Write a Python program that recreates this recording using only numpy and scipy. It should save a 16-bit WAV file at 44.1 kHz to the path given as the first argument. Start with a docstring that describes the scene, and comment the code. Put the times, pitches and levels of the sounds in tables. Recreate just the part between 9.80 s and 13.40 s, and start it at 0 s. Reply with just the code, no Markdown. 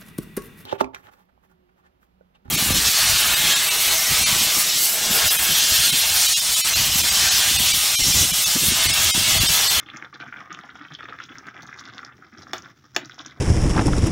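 """A thick soup boils in a small metal pot on a kitchen table, heard from close by.
From the start, over a faint hum and a restless fizz, it heaves in short surges: bubbles pop,
froth squelches, droplets spit and big bubbles glug. After about 2.3 seconds the boil eases.
Near 2.7 and 3.2 seconds a spoon knocks on the pot, which rings and thumps the table.
The soup bubbles on to the end, and the small room answers with a short echo."""
import sys
import numpy as np
from scipy import signal
from scipy.fft import rfft, irfft, next_fast_len
from scipy.io import wavfile
from scipy.ndimage import map_coordinates

SR = 44100
rng = np.random.default_rng(int(sys.argv[2]) if len(sys.argv) > 2 else 0)


def inscribe(sig):
    """Save sig as 16-bit PCM at rate SR to the path in sys.argv[1].

    A 1-D sig is mono; a 2-D sig holds one channel per row.
    Samples are clipped to [-1, 1] before scaling.
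    """
    pcm = np.round(np.clip(np.atleast_2d(sig).T, -1, 1) * 32767)
    wavfile.write(sys.argv[1], SR, pcm.astype(np.int16))


N = 158760  # 3.6 seconds


def amp(db):
    """Turn decibels (dB) into a factor to multiply by."""
    return 10 ** (np.asarray(db) / 20)


def unit(x):
    """Scale a sound to an average strength (rms) of 1."""
    return x / np.sqrt(np.mean(x ** 2) + 1e-20)


def along(points, hz):
    """Read between (Hz, value) points, with the octaves evenly spaced."""
    freqs, values = np.transpose(points)
    return np.interp(np.log(hz + 1), np.log(freqs + 1), values)


def wobble(rate):
    """A smooth random curve through `rate` points a second."""
    return map_coordinates(rng.standard_normal(4096), [np.arange(N) * rate / SR], mode="wrap")


def add(track, start, sound):
    """Mix a sound in at a start time in seconds."""
    part = track[max(round(start * SR), 0):][:len(sound)]
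    part += sound[:len(part)]


def colour(x, points):
    """Turn frequencies up or down along a curve of (Hz, dB) points."""
    size = 2 * next_fast_len(len(x) // 2 + 2048)
    cepstrum = irfft(along(points, np.fft.rfftfreq(size, 1 / SR)) * np.log(10) / 20)
    cepstrum[1:size // 2] *= 2  # folded so that the filter never rings ahead of the sound
    cepstrum[size // 2 + 1:] = 0
    return irfft(rfft(x, size) * np.exp(rfft(cepstrum)))[:len(x)]


def swell(t, length, rise_s, fall_s):
    """A loudness curve that rises, holds until `length` seconds and dies away."""
    return np.minimum(t / rise_s, 1) * np.exp(-np.maximum(t - length, 0) / fall_s)


def grainy(t, depth_db, rate):
    """Noise whose level flickers quickly, so it sounds rough."""
    return rng.standard_normal(len(t)) * amp(depth_db * wobble(rate)[:len(t)])


def blip(t, hz, cycles):
    """A bubble's short ring: loudest after `cycles` waves, climbing in pitch as it bursts."""
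    age = t * hz / cycles
    climb = 1 + 0.0045 * np.minimum(age, 10)
    return (age * np.exp(1 - age)) ** 2 * np.sin(2 * np.pi * hz * t * climb)


def ring(t, notes, rise_s, vary_db=0):
    """A struck object rings with several notes; each drops 60 dB in its fade time."""
    out = np.zeros(len(t))
    for k, (hz, db, fade_s) in enumerate(notes):
        loudness = amp(db + vary_db * rng.normal() - 60 * t / fade_s)
        out += (-1) ** k * loudness * np.sin(2 * np.pi * hz * t)
    return out * (1 - np.exp(-t / rise_s))


def widen(x):
    """Left and right sound nearly the same, except in the top treble, where they differ; each microphone hisses
    faintly."""
    # Each row: frequency in Hz, level of the left-right difference in dB.
    width = [(25, -33), (70, -34), (130, -38), (300, -40), (3500, -48.5), (4400, -33), (5400, -24.5),
             (6800, -36), (8500, -9.5), (12000, -9), (15000, -17)]
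    # Each row: frequency in Hz, boost or cut of the hiss in dB.
    hiss_tone = [(25, 19), (120, 15), (400, 9), (2000, 15), (6000, 7), (9000, 2.5), (15500, 7)]
    spectrum = signal.stft(x, nperseg=128)[2]
    scrambled = 2 * spectrum * np.exp(2j * np.pi * rng.random(spectrum.shape))
    side = colour(signal.istft(scrambled, nperseg=128)[1][:N], width)
    hiss = np.array([unit(colour(rng.standard_normal(N), hiss_tone)) for _ in range(2)])
    return np.array([x + side, x - side]) + amp(-76.5) * hiss


def kitchen(x):
    """Quick reflections come from the pot wall and the table, then a short echo from the room."""
    # Each row: frequency in Hz, seconds for the room's echo to fade by 60 dB.
    room_fade = [(100, 0.075), (1000, 0.23), (6000, 0.12), (14000, 0.11)]
    early_db, early_fade_s, room_db = -7.5, 0.026, -10
    out, step = np.zeros(N), SR // 5
    for i in range(0, N, step):  # a new random echo for each fifth of a second
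        hz, t, noise = signal.stft(rng.standard_normal(SR // 3), SR, nperseg=256)
        tail = signal.istft(noise * amp(-60 * t / along(room_fade, hz)[:, None]), SR, nperseg=256)[1]
        t = np.arange(len(tail)) / SR
        early = rng.standard_normal(len(t)) * amp(-60 * t / early_fade_s) * (t > .001)
        echo = amp(early_db) * early / np.linalg.norm(early) + amp(room_db) * tail / np.linalg.norm(tail)
        add(out, i / SR, signal.fftconvolve(x[i:i + step], echo))
    return x + out


def hum():
    """Faint low tones that waver and burble."""
    # Each row: start and end in seconds, pitch in Hz, level in dB.
    tones = [(0, 3.6, 84.5, -71), (0, 3, 122, -67), (3.2, 3.6, 134.4, -56)]
    out, t = np.zeros(N), np.arange(N) / SR
    for start, end, hz, db in tones:
        fade = np.clip(np.minimum(t - start, end - t) / 0.027 + 1, 0, 1)
        waver = 1.2 + wobble(22) + 1j * wobble(22)  # shakes both loudness and pitch
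        out += fade * amp(db) * unit(np.real(waver * np.exp(2j * np.pi * hz * t)))
    return out


def simmer():
    """The soup fizzes in little clusters and rolls with a low rumble; both sink in the lulls."""
    # Each row: time in seconds, fizz level in dB, rumble level in dB.
    strength = [(0, -59.5, -63), (.8, -63, -62.5), (1.5, -59, -63), (2.25, -65, -62), (2.37, -60.5, -67.5),
                (2.5, -64, -66), (2.6, -60, -58), (2.87, -57, -60.5), (2.97, -60.5, -69), (3.11, -59, -72),
                (3.22, -52.5, -65.5), (3.6, -64, -56.5)]
    # Each row of both: frequency in Hz, boost or cut in dB.
    fizz_tone = [(25, -14), (50, -11.5), (85, -5.5), (130, 15), (180, -1.5), (300, -1), (500, -12),
                 (950, -14), (1350, -1.5), (1900, -8), (2700, -15.5), (3500, -10), (4400, -16.5),
                 (5600, -8), (6800, -19), (8200, -37), (13000, -37), (15300, -22)]
    rumble_tone = [(40, -44), (70, 3), (120, -2), (170, 1.5), (280, 2), (400, -3), (520, -16.5),
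                   (800, -18.5), (1500, -40)]
    times, *levels = np.transpose(strength)
    fizz_db, rumble_db = [np.interp(np.arange(N) / SR, times, db) for db in levels]
    crackle_db = 3.5 * wobble(330) + 2.5 * wobble(34)  # fine grains, slower clusters
    fizz = unit(colour(rng.standard_normal(N) * amp(crackle_db), fizz_tone))
    rumble = unit(colour(rng.standard_normal(N), rumble_tone))
    return fizz * amp(fizz_db + 0.85 * wobble(6.9)) + rumble * amp(rumble_db + 3.6 * wobble(20))


def spray():
    """Tiny droplets spatter in soft, bright puffs."""
    # Each row: start and length in seconds, level in dB.
    puffs = [(0.162, 0.0071, -50), (1.453, 0.017, -55), (1.666, 0.022, -57.5), (1.821, 0.02, -50.5),
             (1.865, 0.0061, -53), (1.97, .014, -51.5), (2.002, 0.0046, -44.5), (2.04, 0.0064, -54),
             (2.178, 0.0095, -61)]
    # Each row: frequency in Hz, boost or cut in dB.
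    tone = [(2000, -23), (3500, 1), (4400, 7), (5500, 4.5), (6800, 10.5), (7400, -9), (8200, -17),
            (13000, -26.5), (15000, -15)]
    out, t = np.zeros(N), np.arange(SR // 12) / SR
    for start, length, db in puffs:
        droplets = unit(colour(grainy(t, depth_db=7.5, rate=590), tone))
        add(out, start, amp(db) * droplets * swell(t, length, rise_s=0.0018, fall_s=0.0039))
    return out


def squelch():
    """Steam and stirring squeeze froth through the thick soup: a short rough hiss round one pitch."""
    # Each row: start and length in seconds, level in dB, centre pitch in Hz.
    squelches = [(0.058, 0.054, -46, 3070), (0.339, 0.0069, -39.5, 3900), (0.398, 0.02, -44, 3480),
                 (0.562, 0.052, -50.5, 2910), (0.704, 0.051, -52.5, 3000), (0.793, 0.013, -61, 3100),
                 (0.896, 0.012, -49.5, 3270), (1.027, 0.11, -56, 3140), (1.14, 0.0071, -36, 3600),
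                 (1.225, 0.016, -44, 3170), (1.288, 0.016, -45.5, 3150), (1.397, 0.059, -48, 2860),
                 (1.979, 0.015, -40, 4160), (2.618, 0.01, -39.5, 4660), (2.093, 0.013, -50, 3400),
                 (3.21, 0.019, -48, 3250), (3.394, 0.045, -63, 4800)]
    out, t = np.zeros(N), np.arange(SR // 8) / SR
    octaves = np.linspace(-3, 3, 25)
    band_db = np.maximum(-4 * (octaves / 0.32) ** 2, -45)
    for start, length, db, hz in squelches:
        band = np.transpose([hz * 2 ** octaves, band_db])
        froth = unit(colour(grainy(t, depth_db=7.5, rate=490), band))
        add(out, start, amp(db) * froth * swell(t, length, rise_s=0.0029, fall_s=0.0073))
    return colour(out, [(6800, -2.5), (7900, -30)])


def glugs():
    """Large bubbles heave up from the bottom of the pot, each with a short low note."""
    # Each row: start in seconds, level in dB, pitch in Hz.
    bubbles = [(0.144, -36, 221), (0.221, -35, 298), (0.342, -38, 256), (.402, -34.5, 315),
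               (.715, -41.5, 169), (1.013, -38, 283), (1.11, -37.5, 150), (1.502, -38.5, 297),
               (1.572, -38, 260), (1.677, -34, 291), (2.528, -38.5, 231), (2.695, -40, 214),
               (3.254, -42, 128), (3.397, -38, 290), (3.457, -42, 224)]
    out, t = np.zeros(N), np.arange(SR // 8) / SR
    for start, db, hz in bubbles:
        add(out, start, amp(db - 5) * blip(t, hz, cycles=1.97))
    return out


def spoon():
    """A spoon chatters against the pot, which rings and thumps the table; then it briefly scrapes."""
    # Each row: start in seconds, level in dB, brightness (each step tips the tone up by 4 dB),
    # scrape level against the knock in dB, scrape length in seconds.
    knocks = [(2.7329, -14, 1.1, -20, 0.042), (3.1632, -8.5, 2.2, -29.5, 0.021)]
    # The notes of pot and spoon, and of the table. Each row: pitch in Hz, level in dB, fade in seconds.
    pot_notes = [(532, -21.5, 0.052), (1250, -19, 0.046), (1390, -31, .09), (1570, -29, 0.03),
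                 (1860, -16.5, 0.021), (1965, -33, 0.073), (2400, -14, 0.021), (2690, -9.5, 0.014),
                 (2970, -29, 0.13), (3430, -6, 0.011), (5310, -10.5, 0.011), (5840, -16.5, 0.01),
                 (6350, -40.5, .085), (6660, -13, 0.0088)]
    table_notes = [(135, -27, 0.05), (226, -27.5, 0.1), (294, -18.5, 0.064), (363, -12, 0.065),
                   (630, -16.5, 0.045), (720, -18.5, 0.022), (882, -20, 0.068)]
    # The spoon's bounces. Each row: seconds after the blow, level in dB.
    chatter = [(0, -6), (.0011, 5), (.0032, -10)]
    # Each row of both: frequency in Hz, boost or cut in dB.
    crack_tone = [(100, -17), (400, -0.5), (2000, 6), (3600, 1.5), (4500, 0), (5500, -19), (7000, -8),
                  (7500, -10.5), (8100, -25.5), (13000, -32.5), (15500, -21)]
    scrape_tone = [(150, -11), (700, -9.5), (1400, 5), (2300, -3.5), (3500, -4.5), (4500, -4.5),
                   (6500, -23), (7300, -17), (8100, -32), (13000, -23.5), (15500, -16)]
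    crack_fade_s, dull_fade_s = 0.015, 0.082
    out, t = np.zeros(N), np.arange(SR // 4) / SR
    for start, db, bright, scrape_db, scrape_s in knocks:
        clang = amp(-1.5) * ring(t, pot_notes, rise_s=0.0004, vary_db=1)
        thump = ring(t, table_notes, rise_s=0.001)
        crack = rng.standard_normal(len(t)) * amp(-4.5 - 60 * t / crack_fade_s)
        for delay, bounce_db in chatter:
            add(crack, delay, amp([4 + bounce_db]))
        knock = clang + thump + colour(crack, crack_tone)
        knock = colour(knock, [(375, -2 * bright), (6000, 2 * bright)])
        rub = amp(scrape_db) * grainy(t, depth_db=5, rate=390)
        scrape = colour(rub * swell(t, scrape_s, rise_s=0.0013, fall_s=0.012), scrape_tone)
        dull = colour(scrape, [(6500, -1.5), (9000, -8)])
        scrape = dull + (scrape - dull) * amp(-60 * t / dull_fade_s)  # duller as the spoon slows
        add(out, start, amp(db) * (knock + scrape))
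    return colour(out, [(30, -4), (150, 2)])


def pops():
    """Single big bubbles burst, and spatter and spoon make sharp little ticks."""
    # Each row of both: start in seconds, level in dB, pitch in Hz.
    bursts = [(.002,-20.5,1710), (0.0878,-22,2190), (0.137,-24,1900), (0.162,-21,2080), (0.2247,-15.5,1820),
              (0.246,-23,1630), (0.328,-29,1320), (0.3408,-36,1950), (0.401,-24.5,1540), (0.411,-24,2570),
              (0.421,-22,1400), (0.4354,-34,1760), (0.464,-25,1280), (0.4855,-26,1920), (0.5258,-17,1650),
              (0.541,-24,2000), (0.5613,-23,1680), (0.5903,-29,2300), (0.5994,-34,1790), (0.614,-23,1180),
              (0.7056,-22.5,1620), (0.7185,-23,1560), (0.7479,-18.5,3020), (0.7895,-18.5,1610),
              (0.893,-22.5,1600), (0.954,-34,1530), (1.0126,-21.5,1466), (1.0509,-23.5,2120),
              (1.19,-40,1330), (1.2073,-21.5,1590), (1.2553,-20,1880), (1.295,-31.5,1980),
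              (1.3247,-20,1470), (1.341,-26,1330), (1.3881,-21,1850), (1.402,-16,1584), (1.5552,-23.5,1720),
              (1.6771,-23.5,1500), (1.6856,-17.5,1640), (1.7495,-36,1700), (1.856,-28,1430),
              (1.8915,-23.5,1420), (1.928,-20,1750), (1.9428,-24,1730), (1.9942,-36,1810), (2.012,-26,1440),
              (2.181,-16,3960), (2.1914,-20,1570), (2.231,-23,1530), (2.31,-71,1700), (2.424,-30.5,1435),
              (2.669,-26,1370), (2.859,-25.5,1610), (3.2966,-23.5,1630), (3.313,-33,1700),
              (3.4032,-24.5,1250)]
    ticks = [(0.1708,-25.5,5930), (0.3474,-52,5200), (0.7278,-27.5,5950), (.7452,-37,6000),
             (.7897,-40,5300), (1.1368,-37,5570), (1.1412,-34,5400), (1.4386,-29,5400), (1.5841,-26.5,5500),
             (1.9949,-28.5,5350), (2.0545,-31,4640), (2.182,-44,4540), (2.249,-26,5010), (2.7647,-34,5470),
             (2.7815,-25,6500), (2.822,-33,5450), (3.148,-31,5450), (3.1528,-27.5,5900), (3.2487,-30,4500),
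             (3.2573,-29,5700), (3.296,-35,5300), (3.314,-50,4800), (3.3444,-36,5500), (3.39,-28,4900),
             (3.4061,-37,5060), (3.462,-22.5,5870)]
    snap_fade_s = 0.0015
    big, small, snaps = np.zeros((3, N))
    t = np.arange(SR // 50) / SR
    for start, db, hz in bursts:
        add(big, start, amp(db - 4.5) * blip(t, hz, cycles=0.87))
        add(big, start, amp(db - 20) * blip(t, hz * 0.903, cycles=2.9))  # the open hollow rings on
    for start, db, hz in ticks:
        add(small, start, amp(db + 1.5) * blip(t, hz, cycles=1.47))
        add(snaps, start, amp(db - 28 - 60 * t / snap_fade_s) * rng.standard_normal(len(t)))
    big = colour(big, [(200, -7), (900, -7), (1300, -0.5), (3500, -2), (5000, -2.5)])
    return colour(big + small, [(6900, 0), (8000, -20)]) + snaps


def swarm(kind, tone, rate, hz, spread, cycles, size_db, froth_db):
    """One kind of bubble in every surge: `rate` random blips a second over a little froth noise."""
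    # Each row: start and length in seconds, then popping, spitting and glugging levels in dB.
    surges = [(0, 0.03, -49, -58.5, -59), (0.06, 0.081, -49.5, -68, -57.5), (0.135, 0.061, -43, -62, -53),
              (0.216, 0.042, -45, -55, -54.5), (0.329, 0.032, -43.5, -61, -54),
              (0.395, 0.04, -40.5, -58, -53), (0.453, 0.046, -45, -63, -52.5),
              (0.523, 0.027, -41.5, -99, -63), (0.564, 0.058, -42, -59.5, -55),
              (0.64, 0.049, -49, -89, -62), (0.697, 0.055, -41.5, -64, -52), (0.77, 0.034, -45, -56, -51.5),
              (0.828, 0.043, -45.5, -60, -57), (0.886, 0.033, -47.5, -67, -66),
              (0.946, 0.021, -44, -56, -55.5), (0.987, 0.076, -46, -60.5, -54.5),
              (1.103, 0.043, -45, -55.5, -54), (1.187, 0.07, -43, -61.5, -53.5),
              (1.284, 0.018, -38.5, -63.5, -50), (1.324, 0.029, -42.5, -62.5, -62),
              (1.382, 0.066, -48, -54.5, -64), (1.486, 0.046, -44.5, -66.5, -53),
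              (1.547, 0.064, -47.5, -65, -54), (1.625, 0.039, -47.5, -82, -56),
              (1.667, 0.031, -43, -59, -51), (1.739, 0.066, -43, -64.5, -53),
              (1.825, 0.017, -45, -62, -47.5), (1.873, 0.09, -48, -58, -57),
              (1.972, 0.056, -46.5, -55, -57), (2.039, 0.064, -45.5, -53.5, -53),
              (2.123, 0.043, -49.5, -52.5, -54), (2.17, 0.025, -44, -55, -65),
              (2.214, 0.063, -47.5, -60, -55.5), (2.279, 0.049, -48.5, -80, -64),
              (2.378, 0.038, -57.5, -88, -56), (2.42, 0.059, -54, -65.5, -61.5),
              (2.52, 0.032, -50.5, -64, -59), (2.567, 0.068, -51, -55.5, -52.5),
              (2.663, 0.051, -51.5, -59, -54.5), (2.74, 0.039, -49, -50, -65),
              (2.829, 0.043, -49, -57.5, -55), (2.887, 0.023, -53, -65, -59),
              (3.039, 0.02, -56, -61.5, -57), (3.147, 0.02, -47, -67, -53), (3.212, 0.056, -49, -61, -51),
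              (3.298, 0.065, -56.5, -54, -64.5), (3.379, 0.035, -44.5, -44.5, -63),
              (3.448, 0.026, -45, -50.5, -52), (3.489, 0.046, -50.5, -55.5, -65),
              (3.563, 0.024, -51.5, -65, -59.5)]
    rise_s, fall_s, vigorous_db = 0.006, 0.014, -43
    out, ring_t = np.zeros(N), np.arange(int(10 * cycles / hz * SR)) / SR
    for start, length, pop_db, spit_db, glug_db in surges:
        db = {"pop": pop_db, "spit": spit_db, "glug": glug_db}[kind]
        t = np.arange(int((length + rise_s + 4 * fall_s) * SR)) / SR
        when, size, height, flip = rng.random((4, max(int(rate * t[-1]), 2)))
        height = np.clip(height, .02, .98)
        pitches = hz * (height / (1 - height)) ** spread  # most lie near hz
        gains = np.sign(2 * flip - 1) * amp(size_db * size ** 2)  # a few are much louder
        bubbles = np.zeros(len(t))
        for onset, gain, pitch in zip(when * t[-1], gains, pitches):
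            add(bubbles, onset, gain * blip(ring_t, pitch, cycles))
        froth = signal.fftconvolve(rng.standard_normal(len(t)), blip(ring_t, hz, cycles / 2), "same")
        surge = unit(bubbles) + amp(froth_db) * unit(froth)
        surge = colour(surge * swell(t, length, rise_s, fall_s), tone)
        if kind == "pop":  # a weak surge loses its crisp top
            surge = colour(surge, [(2100, 0), (3200, 1.2 * np.clip(db - vigorous_db, -10, 2))])
        add(out, start - rise_s / 2, amp(db) * np.sqrt(length / t[-1]) * unit(surge))
    return out


def boil():
    """Every surge pops and plinks at middle pitch, spits up high and glugs down low."""
    # Each row of all three: frequency in Hz, boost or cut in dB.
    pop_tone = [(200, -19.5), (500, 7.5), (600, -5.5), (850, 1), (970, -1.5), (1250, 2.5), (1700, 4.5),
                (2300, -0.5), (2850, 1.5), (3450, 8.5), (4100, -13), (7000, -37), (8200, -32)]
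    spit_tone = [(1500, 5), (3500, 13), (4400, -1), (5500, 4), (6200, -5.5), (6800, -4.5), (7300, -9),
                 (7900, -18), (13000, 13), (15300, -19)]
    glug_tone = [(25, -21), (55, -24.5), (120, -5), (190, -8.5), (300, 0.5), (380, -2), (470, -9.5),
                 (900, 3.5), (2000, -26)]
    pop = swarm("pop", pop_tone, rate=600, hz=1579, spread=.19, cycles=.892, size_db=16, froth_db=-10)
    plink = swarm("pop", pop_tone, rate=200, hz=1471, spread=.145, cycles=2.4, size_db=3.5, froth_db=-4)
    spit = swarm("spit", spit_tone, rate=430, hz=5696, spread=.11, cycles=1.41,
                 size_db=19, froth_db=-10.5)
    spit = colour(spit, [(7000, 0), (8500, -12), (15500, -18)])
    glug = swarm("glug", glug_tone, rate=150, hz=225.2, spread=.292, cycles=1.1,
                 size_db=10.5, froth_db=-5.5)
    return amp(-2) * pop + amp(-9) * plink + amp(0.5) * (spit + glug)


def scene():
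    """The pot's open mouth colours bubbles and spoon, the kitchen echoes them; simmer and hum join."""
    # How the mouth resonates. Each row: frequency in Hz, boost or cut in dB.
    mouth = [(300, 0), (500, 0), (720, 4.5), (850, -0.5), (970, -2.5), (1200, 3), (1700, -0.5), (2300, 1.5),
             (2850, -1.5), (3500, 2.5), (4200, -3.5), (4900, -2.5), (5550, 0.5), (6150, 0.5), (6700, -0.5),
             (7400, 0), (9000, 3)]
    pot = colour(boil() + squelch() + spray() + glugs() + pops() + spoon(), mouth)
    return widen(kitchen(pot) + simmer() + hum())


def record(dry):
    """Cut away everything above 15800 Hz."""
    size = next_fast_len(N + SR // 2)
    kept = np.fft.rfftfreq(size, 1 / SR) < 15800
    return irfft(rfft(dry, size) * kept, size)[:, :N]


dry = scene()
out = record(dry)
inscribe(out)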